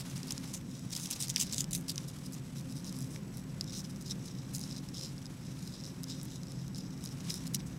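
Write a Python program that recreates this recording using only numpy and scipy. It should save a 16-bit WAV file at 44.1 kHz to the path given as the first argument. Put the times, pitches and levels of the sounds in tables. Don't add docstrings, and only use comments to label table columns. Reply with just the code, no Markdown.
import sys
import numpy as np
from scipy import signal
from scipy.fft import rfft, irfft, next_fast_len
from scipy.io import wavfile
from scipy.ndimage import map_coordinates

SR = 44100
rng = np.random.default_rng(int(sys.argv[2]) if len(sys.argv) > 2 else 0)


def gain_from_db(level_db):
    decades = np.asarray(level_db, float) / 20
    return 10 ** decades


def file_out(sig):
    cols = np.atleast_2d(sig).T
    lim = np.clip(cols, -1, 1)
    pcm = np.round(lim * 32767).astype(np.int16)
    wavfile.write(sys.argv[1], SR, pcm)


N = 343098

# t/s, peak level/dB, ring f/Hz, bright edge level/dB the
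WALL_TICKS = [(0.906, -34, 5090, -8), (0.2314, -29.5, 4740, -19), (0.307, -22.5, 4250, -12),
              (0.32, -49, 7200, -16), (0.3791, -25.5, 5560, -24), (0.5385, -26, 6240, -6),
              (0.548, -30, 5600, -6), (0.928, -26.5, 5400, -12), (0.952, -24, 5430, -9),
              (0.964, -20.5, 6230, -4), (1.111, -16, 7060, 13), (1.134, -28, 5400, -14),
              (1.225, -19, 9230, -10), (1.2831, -24.5, 4880, 2), (1.3, -17, 6600, -11),
              (1.3611, -12.5, 4870, -18), (1.3682, -21.5, 2260, -21), (1.4124, -13, 7000, -8),
              (1.494, -36, 5360, -8), (1.526, -22.5, 7100, -21), (1.5816, -16.5, 6400, -19),
              (1.6425, -24.5, 5900, -19), (1.7097, -26, 4710, 5), (1.7323, -28, 7200, 5),
              (1.75, -14.5, 4600, 6.5), (1.761, -21, 8150, 12), (1.9025, -20.5, 4800, 3),
              (1.9582, -27, 6650, -8), (1.9796, -20.5, 4400, -28),
              (0.0989, -37, 6400, -10), (0.1785, -31, 7500, -13), (0.2728, -32, 5210, 5),
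              (0.2919, -38, 4440, -10), (0.5455, -30, 7320, -5), (0.7785, -41, 6100, -12),
              (0.794, -36, 6350, 2), (0.9018, -37, 9300, 7), (0.9354, -27, 4260, -14),
              (0.9668, -22, 5800, -13), (0.9756, -27, 5900, 2), (1.035, -27, 7060, 0),
              (1.0395, -30, 11710, 5), (1.0714, -29, 6160, -13), (1.1047, -24, 6590, 4),
              (1.1291, -25, 7880, 1), (1.1634, -35, 5300, -7), (1.21, -25, 5330, -4),
              (1.2143, -22, 9430, 7), (1.2328, -25, 5040, -9), (1.2719, -30, 6070, -13),
              (1.2945, -30, 6550, -6), (1.3411, -34, 8400, 0), (1.381, -27, 5810, -9),
              (1.4004, -19, 7110, -14), (1.419, -23, 5340, -12), (1.468, -32, 7920, -5),
              (1.4974, -33, 5250, -15), (1.5136, -33, 5300, -14), (1.5337, -23, 5400, -19),
              (1.5444, -20, 7600, -12), (1.5621, -31, 5510, -13), (1.5653, -34, 6850, -14),
              (1.6065, -15, 7600, -13), (1.7539, -22, 6200, 2), (1.768, -26, 7970, 14),
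              (1.7769, -28, 8310, 9), (1.7857, -34, 10290, 13), (1.8109, -32, 8910, 16),
              (1.8829, -27, 5080, 2), (1.9147, -35, 9650, 7)]
GRAPPLE_TICKS = [(2.041, -41, 3480, -17), (2.1869, -39.5, 4890, 0), (2.3235, -33, 5500, 7),
                 (2.6976, -40, 5440, -3), (2.845, -35, 6540, -14), (2.9263, -31, 6090, 2),
                 (2.9882, -28, 5350, 6), (3.0064, -30, 8340, 0), (3.157, -41, 3830, -5),
                 (3.161, -34, 2330, -22), (3.6102, -17.5, 5300, -37), (3.961, -40, 3630, -5),
                 (4.0243, -34, 8090, 1), (4.549, -25.5, 6650, -16), (4.5825, -29, 6690, 2),
                 (4.594, -27, 5890, 11), (4.6057, -34, 6840, 0), (4.613, -29.5, 6960, -1),
                 (4.6378, -30, 5260, -16), (4.711, -33, 5100, -20), (4.724, -36, 5200, -24),
                 (4.888, -35, 5470, -9), (5.0356, -34, 5400, -3), (5.1804, -36.5, 4900, -18),
                 (5.2566, -34, 5100, -21), (5.2655, -35.5, 5400, -19),
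                 (2.0764, -42, 5170, -10), (2.1145, -44, 7060, -7), (2.2646, -35.5, 5300, 2),
                 (2.6102, -37, 6930, 0), (2.7359, -44, 5940, -6), (2.8734, -37, 5120, -13),
                 (2.8815, -38, 5210, -14), (3.0154, -34, 5250, 3), (3.0225, -31, 7410, 4),
                 (3.0437, -40, 5080, -3), (3.3716, -31, 11630, 14), (3.3813, -36, 5250, 2),
                 (3.6424, -33.5, 5340, -3), (3.7068, -37, 5170, -17), (3.7314, -36, 5040, -10),
                 (3.7513, -38, 5470, -12), (3.9108, -41, 3790, 7), (4.0108, -38, 6760, -1),
                 (4.0618, -37, 5080, -7), (4.2591, -37, 5080, 0), (4.279, -38, 5170, -1),
                 (4.284, -40, 5080, -13), (4.3864, -41, 5680, -19), (4.558, -23.5, 8230, 4),
                 (4.6946, -39, 6140, -10), (4.727, -33.5, 5080, -10), (4.7477, -44, 5510, -22),
                 (4.7533, -39, 4910, -24), (4.7637, -35, 5040, -21), (4.769, -36, 5000, -23),
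                 (4.7799, -35, 5170, 1), (4.9444, -35, 5680, -12), (5.2264, -42, 3830, -12)]
TUG_TICKS = [(5.675, -35, 5470, -4), (5.8097, -38, 5220, -15), (5.8378, -34, 5260, -23),
             (5.8534, -34, 6100, -20), (6.034, -25, 5660, 8), (6.0405, -28, 6140, -6),
             (6.1087, -29, 4970, -21), (6.214, -33, 5500, -16), (6.2314, -26.5, 12000, 22),
             (6.2537, -31, 12000, 22), (6.4332, -34, 5100, -6), (6.52, -34.5, 4140, -5),
             (6.6804, -35.5, 6600, -1), (6.747, -34.5, 5260, -18), (6.977, -42, 5400, -11),
             (7.0091, -42, 4980, -5), (7.0406, -30, 5480, 17), (7.053, -27, 5560, 11),
             (7.059, -28, 5640, -11), (7.073, -35, 5580, -14), (7.0903, -38, 5100, -5),
             (7.286, -38, 2300, -24), (7.295, -34, 2100, -24), (7.304, -19.5, 5270, -22),
             (7.306, -31, 2200, -24), (7.547, -25, 2950, -24), (7.56, -34, 11500, 14),
             (7.604, -38.5, 2000, -24), (6.779, -35, 9000, 8), (7.128, -40, 9000, 10),
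             (7.332, -36, 5300, 2), (7.3414, -25, 4000, 1), (7.4767, -28.5, 5360, 4),
             (7.546, -17.5, 3940, -0.5), (7.5493, -12.5, 6330, 14), (7.556, -34, 5000, -11),
             (5.5899, -41, 5340, 0), (5.6934, -43, 5300, -10), (5.7384, -36, 4820, -16),
             (5.7419, -41, 5700, -17), (5.8024, -39, 5300, -17), (5.8445, -36, 5600, -17),
             (5.864, -36, 5120, -16), (5.8866, -47, 5730, -1), (6.101, -33, 5600, -21),
             (6.1216, -38, 5500, -16), (6.199, -39, 5000, -13), (6.2486, -37, 7320, 8),
             (6.2858, -44, 5250, -14), (6.358, -35.5, 5900, -16), (6.4697, -40, 5640, -14),
             (6.4834, -42, 5340, -15), (6.507, -42, 5380, -17), (6.5902, -45, 5080, -12),
             (6.7582, -36, 6030, -13), (7.0765, -39, 3920, -8), (7.1327, -45, 5040, -10),
             (7.2524, -43, 5560, -18), (7.2986, -43, 5040, -9), (7.3559, -30, 5860, 12),
             (7.3776, -37, 3800, -4), (7.5371, -30, 11670, 7)]


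def ticks():
    on_wall = WALL_TICKS
    off_wall = GRAPPLE_TICKS + TUG_TICKS
    start_s, peak_db, ring_hz, edge_db = np.transpose(on_wall + off_wall)[:, :, None]
    count = len(start_s)
    on_sand = (np.arange(count) >= len(on_wall))[:, None]

    knock_db = -15.5 - 14 * np.log2(ring_hz / 5000) + 1.5 * rng.standard_normal(start_s.shape)
    knock_db = knock_db - 5 * on_sand

    t = np.arange(1024) / SR
    rattle = 0.1 * gain_from_db(-60 * t / 0.011)
    echo = 0.008 * gain_from_db(-60 * t / 0.05)
    blows = rng.standard_normal((count, len(t))) * (rattle + echo)
    blows[:, 0] = -1.4

    def blunt_tip(f):
        treble_loss = 1 + (1j * f / 11000) + (1j * f / 12500) ** 2
        return mode(f, np.sqrt(5200 * ring_hz), 6700) / treble_loss

    body, edge = contact(blows, ring_hz, on_sand)
    body = filtered(body, blunt_tip)
    knock = filtered(blows, lambda f: mode(f, 2370, 1400) ** 2)

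    def equal_energy(x):
        return x / np.linalg.norm(x, axis=1, keepdims=True)

    hits = equal_energy(body) + gain_from_db(edge_db - 2.5) * equal_energy(edge)
    hits = hits + gain_from_db(knock_db) * equal_energy(knock)
    peak = np.abs(hits).max(axis=1, keepdims=True)
    return place(gain_from_db(peak_db - 0.9) * hits / peak, start_s)


# middle t/s, rms level/dB, length/s, ring f/Hz
WALL_SLIPS = [(0.008, -43.5, 0.019, 5400), (0.165, -44, 0.013, 5300), (0.286, -46, 0.015, 5020),
              (0.31, -34.5, 0.004, 5290), (0.322, -32, 0.0038, 7600), (0.747, -59, 0.12, 6350),
              (0.105, -49, 0.015, 6400), (1.202, -47, 0.017, 5200), (1.47, -48, 0.015, 5300),
              (2.035, -57.5, 0.013, 7500), (0.545, -40, 0.019, 6900), (0.566, -49, 0.036, 7000),
              (0.493, -51.5, 0.036, 6000), (0.927, -40, 0.017, 7000), (0.968, -43.5, 0.047, 6130),
              (1.032, -43, 0.067, 7700), (1.059, -37, 0.0067, 5400), (1.112, -36, 0.015, 6990),
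              (1.132, -37.5, 0.015, 5430), (1.221, -36, 0.031, 8200), (1.248, -42, 0.019, 5440),
              (1.301, -36, 0.015, 7000), (1.163, -46, 0.019, 6500), (1.378, -40, 0.024, 4900),
              (1.413, -30.5, 0.03, 7050), (1.431, -43, 0.041, 5300), (1.536, -39.5, 0.025, 5900),
              (1.572, -43.5, 0.02, 6100), (1.6, -35, 0.034, 7000), (1.717, -43, 0.0049, 4930),
              (1.733, -32, 0.008, 7060), (1.754, -40, 0.022, 6130), (1.788, -56, 0.044, 8400),
              (1.887, -38, 0.01, 5540), (1.899, -32.5, 0.011, 4800), (1.916, -43, 0.011, 6290)]
# middle t/s, rms level/dB, length/s, fine grain level/dB
GRAPPLE_STROKES = [(2.089, -49, 0.021, 3), (2.256, -52.5, 0.035, 1), (2.339, -49.5, 0.018, 5.5),
                   (2.576, -52, 0.042, 0), (2.715, -52, 0.027, 0), (2.777, -51, 0.045, -1),
                   (2.861, -50, 0.017, 0), (2.885, -47.5, 0.025, -5), (3.024, -58, 0.11, 4.5),
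                   (2.962, -53, 0.02, 2), (3.128, -55.5, 0.04, 4), (3.5, -58, 0.015, -12),
                   (3.903, -52.5, 0.015, 0), (4.017, -57, 0.014, 7), (3.156, -57.5, 0.041, 1),
                   (3.37, -56, 0.07, 0.5), (3.685, -48, 0.041, -21), (3.747, -43.5, 0.043, -12),
                   (3.785, -42, 0.035, -5), (3.849, -47.5, 0.018, -13), (4.071, -47.5, 0.035, -12),
                   (4.099, -43.5, 0.01, -9), (4.113, -34, 0.014, -27), (4.261, -50.5, 0.022, -3),
                   (4.396, -54.5, 0.019, -22), (4.553, -47.5, 0.03, 8.5), (4.644, -53.5, 0.06, -1),
                   (4.776, -48.5, 0.026, -21)]
# middle t/s, rms level/dB, length/s, fine grain level/dB
TUG_STROKES = [(4.967, -43.5, 0.042, -18), (5.028, -43, 0.086, -13), (5.454, -58.5, 0.096, -23),
               (5.784, -55, 0.032, -20), (6.17, -59, 0.065, -20), (5.896, -59, 0.064, -12),
               (5.665, -55, 0.15, -4), (5.747, -50.5, 0.038, -27), (5.869, -53, 0.05, -7),
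               (6.111, -45.5, 0.058, -23), (5.558, -65, 0.037, -17), (6.194, -57, 0.036, -18),
               (6.55, -59, 0.19, -14), (6.338, -52.5, 0.067, -5), (6.777, -47, 0.034, -8),
               (6.815, -52.5, 0.036, -17), (6.857, -57, 0.03, -20), (7.04, -52, 0.043, -3),
               (7.05, -56, 0.011, -14), (7.117, -51, 0.028, -13), (7.205, -47, 0.0072, -20),
               (7.3, -37.5, 0.0077, -4), (7.412, -60, 0.074, -14), (7.287, -50, 0.018, -13),
               (7.313, -41, 0.022, -2), (7.355, -45.5, 0.045, -5), (7.47, -43.5, 0.0058, 0),
               (7.55, -38, 0.02, -13), (7.601, -50, 0.017, -22), (7.673, -54.5, 0.016, 4)]
WALL_FINE_DB = -14
RIM_START_S, RIM_END_S, RIM_FINE_DB = 1.7, 1.85, 12
SAND_RING_HZ, SAND_OWN, WALL_OWN = 5200, 0.14, 1
CLUMP_DB, GRAIN_SPREAD_DB = 3.5, 5.5


def scrapes():
    wall = [(s, db, length, hz, WALL_FINE_DB + RIM_FINE_DB * (RIM_START_S < s < RIM_END_S))
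            for s, db, length, hz in WALL_SLIPS]
    sand = [(s, db, length, SAND_RING_HZ, fine) for s, db, length, fine in GRAPPLE_STROKES + TUG_STROKES]
    middle_s, rms_db, length_s, ring_hz, fine_db = np.transpose(wall + sand)[:, :, None]
    count = len(middle_s)
    on_sand = (np.arange(count) >= len(wall))[:, None]

    t = np.arange(-6144, 6144) / SR
    steepness = np.where(t < 0, 3.3, 2.4)
    stroke = np.exp(-0.5 * np.abs(t / (0.5 * length_s)) ** steepness)
    row = np.arange(count)[:, None] + 0 * t
    knot = 60 + 400 * t + 0 * middle_s
    clumps = map_coordinates(rng.standard_normal((count, 120)), [row, knot])
    force = stroke * gain_from_db(CLUMP_DB * clumps) * grit((count, len(t)), GRAIN_SPREAD_DB)

    body, edge = contact(force, ring_hz, on_sand, np.where(on_sand, SAND_OWN, WALL_OWN))
    body = filtered(body, lambda f: np.where(on_sand, mode(f, 4200, 4400), 1 + 0.38 * mode(f, 3600, 800)))

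    def as_strong_as_stroke(x):
        return x * np.linalg.norm(stroke, axis=1, keepdims=True) / np.linalg.norm(x, axis=1, keepdims=True)

    strokes = as_strong_as_stroke(body) + gain_from_db(fine_db - 4.0) * as_strong_as_stroke(edge)
    return place(gain_from_db(rms_db - 2.5) * strokes, middle_s + t[0])


# t/s, level/dB, coarse over fine grains/dB
RESTLESS_LEGS = [(0.0, -52.5, -8.5), (0.35, -51, -2.5), (0.52, -53, -1.5), (0.62, -60, 0), (0.88, -53.5, 5),
                 (0.95, -50.5, 1), (1.13, -50.5, 2), (1.5, -50, 5), (1.66, -59.5, 5), (1.85, -62, -8),
                 (2.1, -59, -12.5), (2.6, -61, -9.5), (2.9, -54.5, 2), (3.31, -63.5, -8), (3.88, -55.5, 0),
                 (4.4, -55, 6.5), (4.75, -54.5, 0.5), (5.31, -59, -6), (6.28, -56.5, 2), (6.87, -62, 5),
                 (7.28, -53.5, -5), (7.78, -61, 0)]
# f/Hz, level/dB
FINE_GRAINS = [(500, -9), (1000, -5), (1700, -9), (3000, -7), (7000, -8), (11000, -12), (16000, -27)]


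def drag():
    level_db, coarse_db = curves(RESTLESS_LEGS)
    restless_db = 1.6 * wobble(35)
    coarse_clumps_db = restless_db + 2.9 * wobble(7.9) + 3.1 * wobble(180)
    coarse = gain_from_db(coarse_clumps_db) * grit(N, spread_db=4.0)
    fine = gain_from_db(restless_db + 2.6 * wobble(150)) * grit(N, spread_db=4.0)
    coarse = unit(filtered(coarse, lambda f: sanded_tub(f) * mode(f, 4500, 4600)))
    fine = unit(filtered(fine, lambda f: gain_from_db(along(FINE_GRAINS, f))))
    return gain_from_db(level_db - 5.5) * (gain_from_db(coarse_db / 2) * coarse + gain_from_db(-coarse_db / 2 + 1.6) * fine)


def grit(shape, spread_db):
    return rng.standard_normal(shape) * gain_from_db(spread_db * rng.standard_normal(shape))


def contact(force, ring_hz, on_sand, own_share=0.6):
    lag_s = rng.uniform(0.0001, 0.000635, (len(force), 1))

    def near_wall(f):
        return 1 + 0.35 * np.exp(-2j * np.pi * f * lag_s)

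    def body_ring(f):
        own_ring = own_share * mode(f, ring_hz, 0.18 * ring_hz)
        ring = np.where(on_sand, sanded_tub(f), free_tub(f)) + own_ring
        low_thud = gain_from_db(-18.5) * mode(f, 790, 620)
        return near_wall(f) * (ring * mode(f, 5150, 6800) + low_thud)

    edge_hz = np.minimum(9300 * (ring_hz / 5500) ** 0.17, 15000)

    def edge_ring(f):
        return near_wall(f) * mode(f, edge_hz, 6800) ** 2 / (1 + 1j * f / 14000) ** 2

    return filtered(force, body_ring), filtered(force, edge_ring)


# f/Hz, width/Hz, level/dB
FREE_TUB = [(2920, 1300, -6.5), (3613, 340, -1.5), (5100, 1040, -11), (5870, 455, 4), (7000, 6200, -6.5)]


def free_tub(f):
    return tub(f, FREE_TUB, dip_depth=0.5)


# f/Hz, width/Hz, level/dB
SANDED_TUB = [(2870, 750, -14), (3830, 490, -4.5), (5116, 610, -3.5), (5770, 570, 1), (7200, 4300, -10)]


def sanded_tub(f):
    return tub(f, SANDED_TUB, dip_depth=0.9)


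def tub(f, modes, dip_depth):
    dip = 1 - dip_depth * mode(f, 4500, 480)
    return dip * sum((-1) ** k * gain_from_db(db) * mode(f, hz, width) for k, (hz, width, db) in enumerate(modes))


# f/Hz, level/dB per Hz
AIR = [(16, -19), (32, -9.5), (70, -10), (123, 0), (166, 3.5), (270, -5.5), (427, -22), (531, -24.5),
       (677, -27.5), (2280, -34), (4370, -44.5), (5570, -39), (8140, -50), (13200, -45.5), (16000, -57)]
# f/Hz, width/Hz, level/dB
ROOM_MODES = [(54.4, 5, 3), (62, 5, -0.5), (93, 6.7, -4.5), (107.4, 5.4, 0.5), (114, 3.3, -5.5),
              (156, 11, -1.5), (199.6, 12.3, 3), (209.3, 11, -7), (245, 3.6, -5.5), (259, 13.5, -4),
              (287.6, 13, -4), (340, 6.6, -3.5), (365.5, 9, 3.5)]
# f/Hz, width/Hz, level/dB
HUM = [
    (133, 17, -50),
    (260.5, 11, -54),
    (302.7, 9.5, -66),
    (468.5, 13, -74.5),
    (529.2, 23, -69),
    (7900, 120, -72),
    (13550, 120, -88),
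]


def drone():
    def room(f):
        bumps_db = sum(db / (1 + ((f - hz) / width) ** 2) for hz, width, db in ROOM_MODES)
        return gain_from_db(along(AIR, f) + bumps_db)

    air = unit(filtered(rng.standard_normal(N), room))
    tones = np.zeros(N)
    for hz, width, db in HUM:
        tone = filtered(rng.standard_normal(N), lambda f: mode(f, hz, width) ** 2)
        tones += gain_from_db(db) * unit(tone)
    return gain_from_db(-43.5 + 0.86 * wobble(1.985)) * air + tones


def mode(f, hz, width):
    return 1j * f * width / (hz * hz - f * f + 1j * f * width)


def filtered(x, response):
    m = next_fast_len(x.shape[-1] + 8192)
    return irfft(rfft(x, m) * response(np.fft.rfftfreq(m, 1 / SR)), m)[..., :x.shape[-1]]


def place(rows, start_s):
    at = np.round(start_s * SR).astype(int) + np.arange(rows.shape[1]) + SR
    return np.bincount(at.ravel(), rows.ravel(), N + 2 * SR)[SR:SR + N]


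def unit(x):
    return x / np.sqrt(np.mean(x ** 2) + 1e-20)


def along(points, hz):
    f, value = np.transpose(points)
    return np.interp(np.log(hz + 1), np.log(f + 1), value)


def curves(rows):
    s, *columns = np.transpose(rows)
    return [np.interp(np.arange(N) / SR, s, column) for column in columns]


def wobble(rate):
    knots = rng.standard_normal(int(N * rate / SR) + 4)
    return map_coordinates(knots, [np.arange(N) * rate / SR])


def scene():
    return (ticks() + scrapes() + drag() + drone())[None]


def roll_off(x):
    return signal.sosfilt(signal.butter(12, 16640, fs=SR, output="sos"), x)


def record(dry):
    top_hz = 15800

    def pass_band(f):
        bass_cut = f * f / (f * f + 30 ** 2)
        remnant = gain_from_db(-33) * (f < 1.035 * top_hz)
        return np.where(f < top_hz, bass_cut, remnant)

    return roll_off(filtered(dry, pass_band))


dry = scene()
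out = record(dry)
file_out(out)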